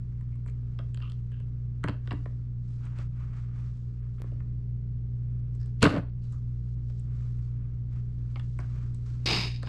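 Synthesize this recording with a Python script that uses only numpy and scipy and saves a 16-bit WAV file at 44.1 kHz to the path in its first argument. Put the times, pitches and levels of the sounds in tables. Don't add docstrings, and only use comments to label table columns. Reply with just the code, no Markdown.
import sys
import numpy as np
from scipy import signal
from scipy.fft import rfft, irfft
from scipy.io import wavfile

SR = 44100
rng = np.random.default_rng(int(sys.argv[2]) if len(sys.argv) > 2 else 0)


def magnitude_from_level(level_db):
    exponent = np.asarray(level_db, float) / 20
    return 10 ** exponent


def unload_audio(sound):
    columns = np.transpose(np.atleast_2d(sound))
    steps = np.round(np.clip(columns, -1, 1) * 32767)
    wavfile.write(sys.argv[1], SR, steps.astype(np.int16))


N = 426888

# start in seconds, then peak levels in dB of panel, thud, blade and edge,
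# struck spot in Hz.
TICKS = [(0.21, -49, -68.5, -76, -70, 2580), (0.356, -57, -69.5, -74, -68, 2660),
         (0.461, -43, -49.5, -77, -65, 2400), (0.484, -47, -55, -64, -69, 2670),
         (0.589, -57, -64, -80, -105, 2450), (0.789, -36, -43, -46, -68, 3100),
         (0.945, -45.5, -55, -48.5, -50.5, 3270), (0.973, -43.5, -54, -48.5, -67, 2970),
         (1.002, -46, -57.5, -57, -68, 2530), (1.023, -45, -58, -49, -78, 2760),
         (1.098, -67, -61, -54.5, -62, 3110), (1.119, -49, -62, -51.5, -60.5, 3130),
         (1.189, -66, -62, -70.5, -76, 2590), (1.318, -51.5, -56.5, -67, -70.5, 2700),
         (1.401, -53.5, -54, -61.5, -67, 2850), (2.074, -35.5, -42.5, -47, -65, 3220),
         (2.257, -35.5, -37, -60, -70, 2410), (2.854, -53, -59, -65, -59, 2650),
         (2.987, -51, -44, -51, -58, 2770), (4.198, -55, -44.5, -64.5, -74, 2510),
         (4.24, -46.5, -43.5, -83.5, -76, 2600), (4.318, -74, -43, -68, -85, 2590),
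         (4.403, -45.5, -57, -70, -79, 2870), (5.552, -60, -58, -76, -62, 5290),
         (5.612, -60.5, -65, -68, -65, 4900), (5.659, -60, -62.5, -67, -61, 4510),
         (6.324, -58, -62, -70.5, -57, 2703), (6.899, -69, -52, -65, -71, 2410),
         (6.997, -70, -66, -74, -55, 2433), (7.388, -60, -59, -80, -72, 2470),
         (8.358, -34, -47, -44.5, -78, 2400), (8.396, -39, -55, -48, -59, 3470),
         (8.589, -32, -39, -60, -54, 2470), (8.761, -58, -51.5, -80, -83, 2420),
         (8.946, -58, -60, -88, -52, 5320), (9.63, -34.5, -37, -49, -50.5, 4490),
         (9.672, -32.5, -54.5, -46, -61, 4140)]
KNOCKS = [(1.839, -19.5, -24.5, -41, -44.5, 2780), (1.876, -27, -35, -50, -78, 2700),
          (1.884, -25.5, -24, -36, -50, 2850), (1.894, -29, -36, -45, -65, 2480),
          (2.108, -32.5, -31, -40, -65, 2950), (2.117, -26, -39, -46, -97, 2540),
          (2.127, -42, -29, -52, -59.5, 2420), (5.828, -8.5, -13.5, -16, -19, 4490),
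          (5.852, -9.5, -12, -28, -39.5, 2470), (5.864, -18.5, -23, -27.5, -47, 3700),
          (5.934, -31, -23, -47, -66, 2840), (5.951, -35, -31, -49, -63, 3360),
          (5.963, -27, -27.5, -42, -64, 4480), (5.974, -32, -30, -49, -66, 2410)]
# frequency in Hz, level in dB.
PANEL_MODES = [(980, -2), (1220, -0.5), (1520, 0.3), (1780, 0), (2150, -4.5)]
HOLLOW_MODES = [(300, -0.5), (420, -2.5), (560, 1.03), (680, -1), (780, -6.5)]
DEEP_MODES = [(95, -5), (160, 1), (200, -4), (280, 0), (435, -5.5), (580, -2), (655, -4.5)]
BLADE_MODES = [(2780, 2.7), (3400, 0.5), (3800, -0.5), (4450, -1.5), (5200, -6)]
EDGE_MODES = [(6200, -6.5), (7300, 0.5), (8100, 4.3), (9500, -8.5), (11500, -17.5)]
# start in seconds, peak in dB, frequency in Hz.
PUSHES = [
    (1.845, -21.5, 170),
    (5.8323, -8.5, 151),
    (5.857, -15.5, 200),
]
# start in
# seconds, length in seconds, first band in Hz, its level in dB, second band in Hz, its level in dB.
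SCRAPES = [(1.832, .012, 1400, -50.5, 2970, -68), (.32, 0.053, 1230, -76.5, 2170, -70),
           (.47, 0.052, 1200, -72, 7300, -71), (0.474, 0.044, 2300, -64.5, 4200, -72),
           (1.015, 0.078, 1200, -53, 2820, -52.5), (1.09, .05, 1300, -68.5, 3100, -66),
           (1.315, 0.14, 1600, -69, 2790, -66.5), (5.6, 0.1, 1700, -69, 5000, -66.5),
           (6.22, 0.091, 2800, -80, 4260, -75.5), (6.32, 0.076, 1200, -64, 6500, -75),
           (8.361, 0.018, 718.6, -48.5, 2220, -51), (8.587, .07, 1460, -56, 704, -59),
           (0.788, .05, 590, -53, 1300, -59), (2.108, .03, 720, -45.5, 2000, -48),
           (5.966, 0.018, 594, -32.5, 1480, -40.5), (9.262, 0.0063, 3870, -30, 5200, -34),
           (9.303, .008, 2700, -30, 4800, -34), (9.623, 0.036, 1430, -54, 4300, -58)]
# time in seconds, low level in dB, high level in dB.
CRUNCH_LEVELS = [(5.803, -75, -65.5), (5.816, -50, -49), (5.824, -24.5, -29), (5.84, -21, -31),
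                 (5.87, -25, -45.5), (5.9, -35, -47.5), (5.94, -31.5, -51), (5.98, -29, -52),
                 (6.0, -41, -65), (6.05, -54, -79), (6.11, -70, -81)]
# frequency in Hz, density in dB per Hz.
CRUNCH_LOW = [(76, -30), (130, -9), (161, 0), (243, -13), (279, 1.5), (377, -18.5), (433, -5.5),
              (852, -19.5), (1420, -18.5), (2600, -33.5), (3380, -53), (5720, -120)]
CRUNCH_HIGH = [(1290, -27.5), (2200, 0), (3710, -6.5), (4440, -6), (5270, -15), (8470, -23), (12800, -35),
               (15500, -67.5)]
# time in seconds, hiss level in dB, drag level in dB.
SLIDE_LEVELS = [(9.258, -31.5, -30), (9.268, -26.5, -37), (9.29, -31, -31.5), (9.31, -27.5, -32),
                (9.35, -31.5, -35), (9.4, -32.5, -38.5), (9.45, -37, -42.5), (9.49, -44, -52.5),
                (9.55, -51.5, -64), (9.62, -64.5, -65), (9.68, -55, -47)]
# frequency in Hz, density in dB per Hz.
SLIDE_HISS = [(880, -59), (1500, -23.5), (1590, -10), (1770, -7), (2550, -2.5), (3390, -9), (3750, -3.5),
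              (4090, -7), (4980, -1), (5610, -15.5), (6820, -20), (7380, -27.5), (8810, -27), (9730, -38),
              (15800, -38.5)]
SLIDE_DRAG = [(76, -55), (130, -11), (145, -16.5), (174, -6.5), (253, -18.5), (373, -13), (538, -25),
              (993, -19.5), (1180, -23), (1700, -32), (2210, -62), (3740, -120)]
# frequency in Hz, width in Hz, level in dB.
FRAME_RINGS = [(2290, 350, -5.5), (2780, 250, -0.7), (3750, 220, 1.3), (4300, 270, -4.5), (4900, 330, -4.3),
               (5150, 200, 0), (6500, 340, 0.5), (7700, 300, 4), (8840, 300, 0.5)]
# time in seconds, dull rub level in dB, bright rub level in dB.
RUSTLE = [
    [(2.6, -86, -86.5), (2.692, -74, -76.5), (2.754, -76, -76.5), (2.868, -58.5, -73.5),
     (2.886, -63.5, -77), (2.946, -64.5, -78), (2.982, -56.5, -69), (3.004, -52.5, -66), (3.088, -80, -87),
     (3.224, -59, -74.5), (3.26, -67, -78), (3.308, -65, -81), (3.386, -59.5, -71), (3.426, -67, -75.5),
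     (3.51, -70, -84.5), (3.59, -63.5, -74), (3.81, -79, -79), (4.002, -75, -83.5), (4.024, -74, -104),
     (4.03, -72, -87), (4.156, -78, -82), (4.18, -84, -86)],
    [(5.4, -83, -84), (5.416, -79, -99), (5.538, -80, -82), (5.552, -73, -76), (5.568, -85, -82),
     (5.63, -74, -78), (5.778, -85, -87), (5.8, -75, -79)],
    [(6.1, -89, -99), (6.18, -81, -85), (6.21, -89, -87), (6.24, -76, -73), (6.28, -73, -78.5),
     (6.33, -83, -71), (6.34, -70, -74), (6.38, -81, -82), (6.51, -79, -84), (6.72, -81, -79),
     (6.74, -95, -80), (6.77, -74.5, -87.5), (6.88, -88, -79.5), (6.9, -67, -74), (6.94, -82, -79),
     (6.98, -84, -73.5), (7.09, -72, -82.5), (7.22, -67.5, -73), (7.38, -77, -79.5), (7.39, -69.5, -82),
     (7.43, -75, -76.5), (7.53, -76, -84), (7.63, -70.5, -86.5), (7.75, -77.5, -85), (7.88, -84, -87.5),
     (7.93, -67.5, -76), (7.97, -66.5, -79), (8.0, -69, -76), (8.02, -79.5, -84), (8.3, -73, -78.5)],
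    [(8.6, -59, -58), (8.616, -59, -71), (8.676, -69, -74.5), (8.79, -60.5, -71), (8.94, -73, -77.5),
     (8.946, -71.5, -66), (8.972, -77, -76.5), (9.052, -73.5, -77), (9.062, -64.5, -65.5),
     (9.22, -72, -75.5), (9.25, -65, -70)],
]
FIDGET = [
    [(0.0, -76.5, -84.5), (0.61, -76.5, -85), (0.81, -73.5, -81.5), (0.98, -80.5, -83), (1.12, -78, -81),
     (1.35, -77, -85.5), (1.72, -79, -87), (1.88, -75, -86), (2.01, -77, -85), (2.07, -65, -76),
     (2.18, -73, -78), (2.35, -76, -81), (2.6, -82.5, -89.5)],
    [(4.18, -66.5, -82), (4.298, -70, -79.5), (4.464, -81, -87), (4.862, -82, -90), (5.106, -83, -89),
     (5.4, -76.5, -86.5)],
    [(8.3, -71, -74.5), (8.518, -81, -75), (8.6, -71, -76)],
]
# frequency in Hz, density in dB per Hz.
CLOTH_DULL = [(500, -7.5), (850, -7.5), (1250, 0.2), (1700, -6.5), (2300, -9), (3500, -19.5)]
CLOTH_BRIGHT = [(1800, -15.5), (2800, -5.7), (4000, -1.5), (5500, -3), (8000, -7.5), (10000, -22),
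                (13000, -41.5)]
# frequency in Hz, rms level in dB.
HUM_TONES = [(17.4, -48), (28.28, -59), (58.87, -39.5), (102.6, -60.5), (115.4, -56.5), (117.74, -64),
             (119.98, -33.5), (129.5, -63), (137.4, -67), (148.3, -58), (178.85, -54), (239.97, -61),
             (294.3, -67.5), (412.1, -71), (2119, -92.5), (4410, -97)]
# time in seconds, level in dB.
MACHINE_LEVELS = [(0, -3.5), (.004, -1), (2, -1.5), (4.21, -1.5), (4.3, 0), (5.8, 0), (5.86, -5.5),
                  (6.1, -1), (6.8, 0), (9.2, 0.5), (9.3, 1), (9.68, -1)]
# frequency in Hz, density in dB per Hz.
AIR_SPECTRUM = [(8.2, -44), (14, -13.5), (43, -10), (76, -7.5), (123, -10), (146, -8.5), (173, -18),
                (257, -24), (296, -30), (416, -34), (507, -40), (732, -50), (5920, -67.5), (8550, -90),
                (12000, -100), (15600, -124), (22000, -120)]

AIR_DB = -44.5
CHATTER_DB, SPOT_DB = -3.0, 5.0
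ROOM_T60_S, ROOM_DB, WALL_HZ = 0.25, -13.5, 5000
STEP_S, STEP_DB = 4.2195, -32.5
CUTOFF_HZ = 15800


def rms_one(x):
    return x / np.sqrt(np.mean(x ** 2) + 1e-20)


def gains(rows):
    time_s, *columns = np.transpose(rows)
    t = np.arange(N) / SR
    return magnitude_from_level(np.array([np.interp(t, time_s, c, -150, -150) for c in columns]))


def drift(rate_hz):
    pole = np.exp(-80 * np.pi * rate_hz / SR)
    noise = rng.standard_normal(N // 40 + 2002)
    slow = signal.lfilter([1], [1, -2 * pole, pole * pole], noise)[2000:]
    return np.interp(np.arange(N) / 40, np.arange(len(slow)), rms_one(slow))


def coloured(x, spectrum):
    hz, level_db = np.transpose(spectrum)
    hz = np.r_[hz[0] / 2, hz, hz[-1] * 2]
    level_db = np.r_[level_db[0] - 40, level_db, level_db[-1] - 60]
    log_hz = np.log(np.fft.rfftfreq(len(x), 1 / SR) + 1)
    gain = magnitude_from_level(np.interp(log_hz, np.log(hz), level_db))
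    return rms_one(irfft(rfft(x) * gain, len(x)))


def grit(per_s, spread_db, share):
    hits = rng.random(N) < per_s / SR
    size = magnitude_from_level(spread_db * np.minimum(rng.exponential(1, N), 4))
    slips = hits * size * rng.standard_normal(N)
    return np.sqrt(1 - share) * rng.standard_normal(N) + np.sqrt(share) * rms_one(slips)


def struck(modes, rattle_s, chance, cycles, spot_hz):
    t = np.arange(len(chance)) / SR
    hz, level_db = np.transpose(modes)
    near = np.exp(-(np.log(hz / spot_hz) / 0.12) ** 2)
    level = magnitude_from_level(level_db + SPOT_DB * near + 1.5 * chance[-len(hz):])
    level = level * (-1) ** np.arange(len(hz))
    phase = t * hz[:, None]
    ringing = level @ (np.sin(2 * np.pi * phase) * (1 - np.exp(-phase)) * magnitude_from_level(-60 * phase / cycles))
    rattle = magnitude_from_level(CHATTER_DB) * np.sqrt(8 * hz.mean() / SR / cycles)
    force = rattle * chance * magnitude_from_level(-60 * t / rattle_s)
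    force[0] = 1
    band = signal.butter(3, [hz[0] / 1.5, hz[-1] * 1.3], "band", fs=SR, output="sos")
    sound = signal.sosfilt(band, signal.fftconvolve(force, ringing)[:len(t)])
    return sound / np.abs(sound).max()


def contacts(rows, body, rattle_s, thud_lag_s, thud_cycles):
    size = 8000
    out = np.zeros(N + 20000)
    chance = rng.standard_normal((len(rows), 4, size))
    for (s, panel_db, thud_db, blade_db, edge_db, spot_hz), c in zip(rows, chance):
        now = round(s * SR)
        late = round((s + thud_lag_s) * SR)
        out[now:now + size] += magnitude_from_level(panel_db - 3.5) * struck(PANEL_MODES, rattle_s, c[0], 9.1, spot_hz)
        out[now:now + size] += magnitude_from_level(blade_db + 6) * struck(BLADE_MODES, 0.61 * rattle_s, c[1], 16, spot_hz)
        out[now:now + size] += magnitude_from_level(edge_db + 3.5) * struck(EDGE_MODES, 0.4 * rattle_s, c[2], 20, spot_hz)
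        out[late:late + size] += magnitude_from_level(thud_db + 0.5) * struck(body, rattle_s, c[3], thud_cycles, spot_hz)
    return out[:N]


def pushes():
    out = np.zeros(N)
    for s, peak_db, hz in PUSHES:
        t = np.maximum(np.arange(N) / SR - s, 0)
        out += magnitude_from_level(peak_db + 2.5) * np.sin(2 * np.pi * hz * t) * np.exp(-1.6 * hz * t)
    return out


def scrapes():
    out = np.zeros(N)
    rough = grit(500, 4.0, 0.7)
    for s, length_s, *bands in SCRAPES:
        i, size = round(s * SR), round(length_s * SR)
        stroke = np.sin(np.pi * np.linspace(0, 1, size) ** 0.21) ** 0.7
        for hz, level_db in np.reshape(bands, (2, 2)):
            band = signal.butter(1, [hz / 1.13, hz * 1.13], "band", fs=SR, output="sos")
            rub = signal.sosfilt(np.r_[band, band], rough[i:i + size])
            out[i:i + size] += magnitude_from_level(level_db) * stroke * rms_one(rub)
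    return out


def crunch():
    low, high = gains(CRUNCH_LEVELS) * magnitude_from_level(1.5 * drift(90))
    low_cracks = coloured(grit(1200, 3.0, 0.44), CRUNCH_LOW)
    high_cracks = coloured(grit(1700, 3.0, 0.54), CRUNCH_HIGH)
    return low * low_cracks + high * high_cracks


def slide():
    hiss, drag = gains(SLIDE_LEVELS) * magnitude_from_level(1.5 * drift(90))
    slips = grit(4000, 3.0, 0.3)
    rings = np.zeros(N)
    for hz, width_hz, level_db in FRAME_RINGS:
        b, a = signal.iirpeak(hz, hz / width_hz, fs=SR)
        rings += magnitude_from_level(level_db) * signal.lfilter(b, a, slips)
    low_drag = coloured(grit(1400, 1.7, 0.28), SLIDE_DRAG)
    return hiss * coloured(slips + 0.73 * rings, SLIDE_HISS) + drag * low_drag


def rustle():
    flicker = magnitude_from_level(1.2 * drift(40))
    dull, bright = sum(gains(rows) for rows in FIDGET + RUSTLE) * flicker
    dull_rub = coloured(grit(1700, 2.3, 0.3), CLOTH_DULL)
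    bright_rub = coloured(grit(5300, 4.5, 0.21), CLOTH_BRIGHT)
    return dull * dull_rub + bright * bright_rub


def machine():
    t = np.arange(N) / SR
    tones = np.zeros(N)
    for hz, rms_db in HUM_TONES:
        level = magnitude_from_level(rms_db + 0.6 * drift(2.5)) * np.sqrt(2)
        tones += level * np.sin(2 * np.pi * (hz * t + rng.random()))
    air = magnitude_from_level(AIR_DB) * coloured(rng.standard_normal(N + SR), AIR_SPECTRUM)[:N]
    return gains(MACHINE_LEVELS)[0] * (tones + air)


def workshop(x):
    t = np.arange(SR // 2) / SR
    noise = rng.standard_normal(len(t))
    dull = signal.sosfilt(signal.butter(1, WALL_HZ, fs=SR, output="sos"), noise)
    bright = noise - dull
    tail = dull * magnitude_from_level(-60 * t / ROOM_T60_S) + bright * magnitude_from_level(-60 * t / (0.15 * ROOM_T60_S))
    tail *= 1 - np.exp(-t / 0.006)
    return signal.fftconvolve(x, tail / np.linalg.norm(tail))[:N]


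def scene():
    ticks = contacts(TICKS, HOLLOW_MODES, rattle_s=0.025, thud_lag_s=0.001, thud_cycles=8)
    knocks = contacts(KNOCKS, DEEP_MODES, rattle_s=0.029, thud_lag_s=0.004013, thud_cycles=12)
    hits = ticks + knocks + scrapes() + pushes()
    room = magnitude_from_level(ROOM_DB) * workshop(hits)
    return (hits + room + crunch() + slide() + rustle() + machine())[None]


def top_cut(x):
    return signal.sosfilt(signal.butter(12, 15900, fs=SR, output="sos"), x)


def record(dry):
    after_s = np.arange(N) / SR - STEP_S
    step = magnitude_from_level(STEP_DB) * (after_s >= 0) * np.exp(-np.abs(after_s) / 0.0024)
    low_pass = signal.cheby2(10, 60, CUTOFF_HZ * 1.03, fs=SR, output="sos")
    mix = signal.sosfilt(low_pass, dry + step)
    return top_cut(mix)


dry = scene()
out = record(dry)
unload_audio(out)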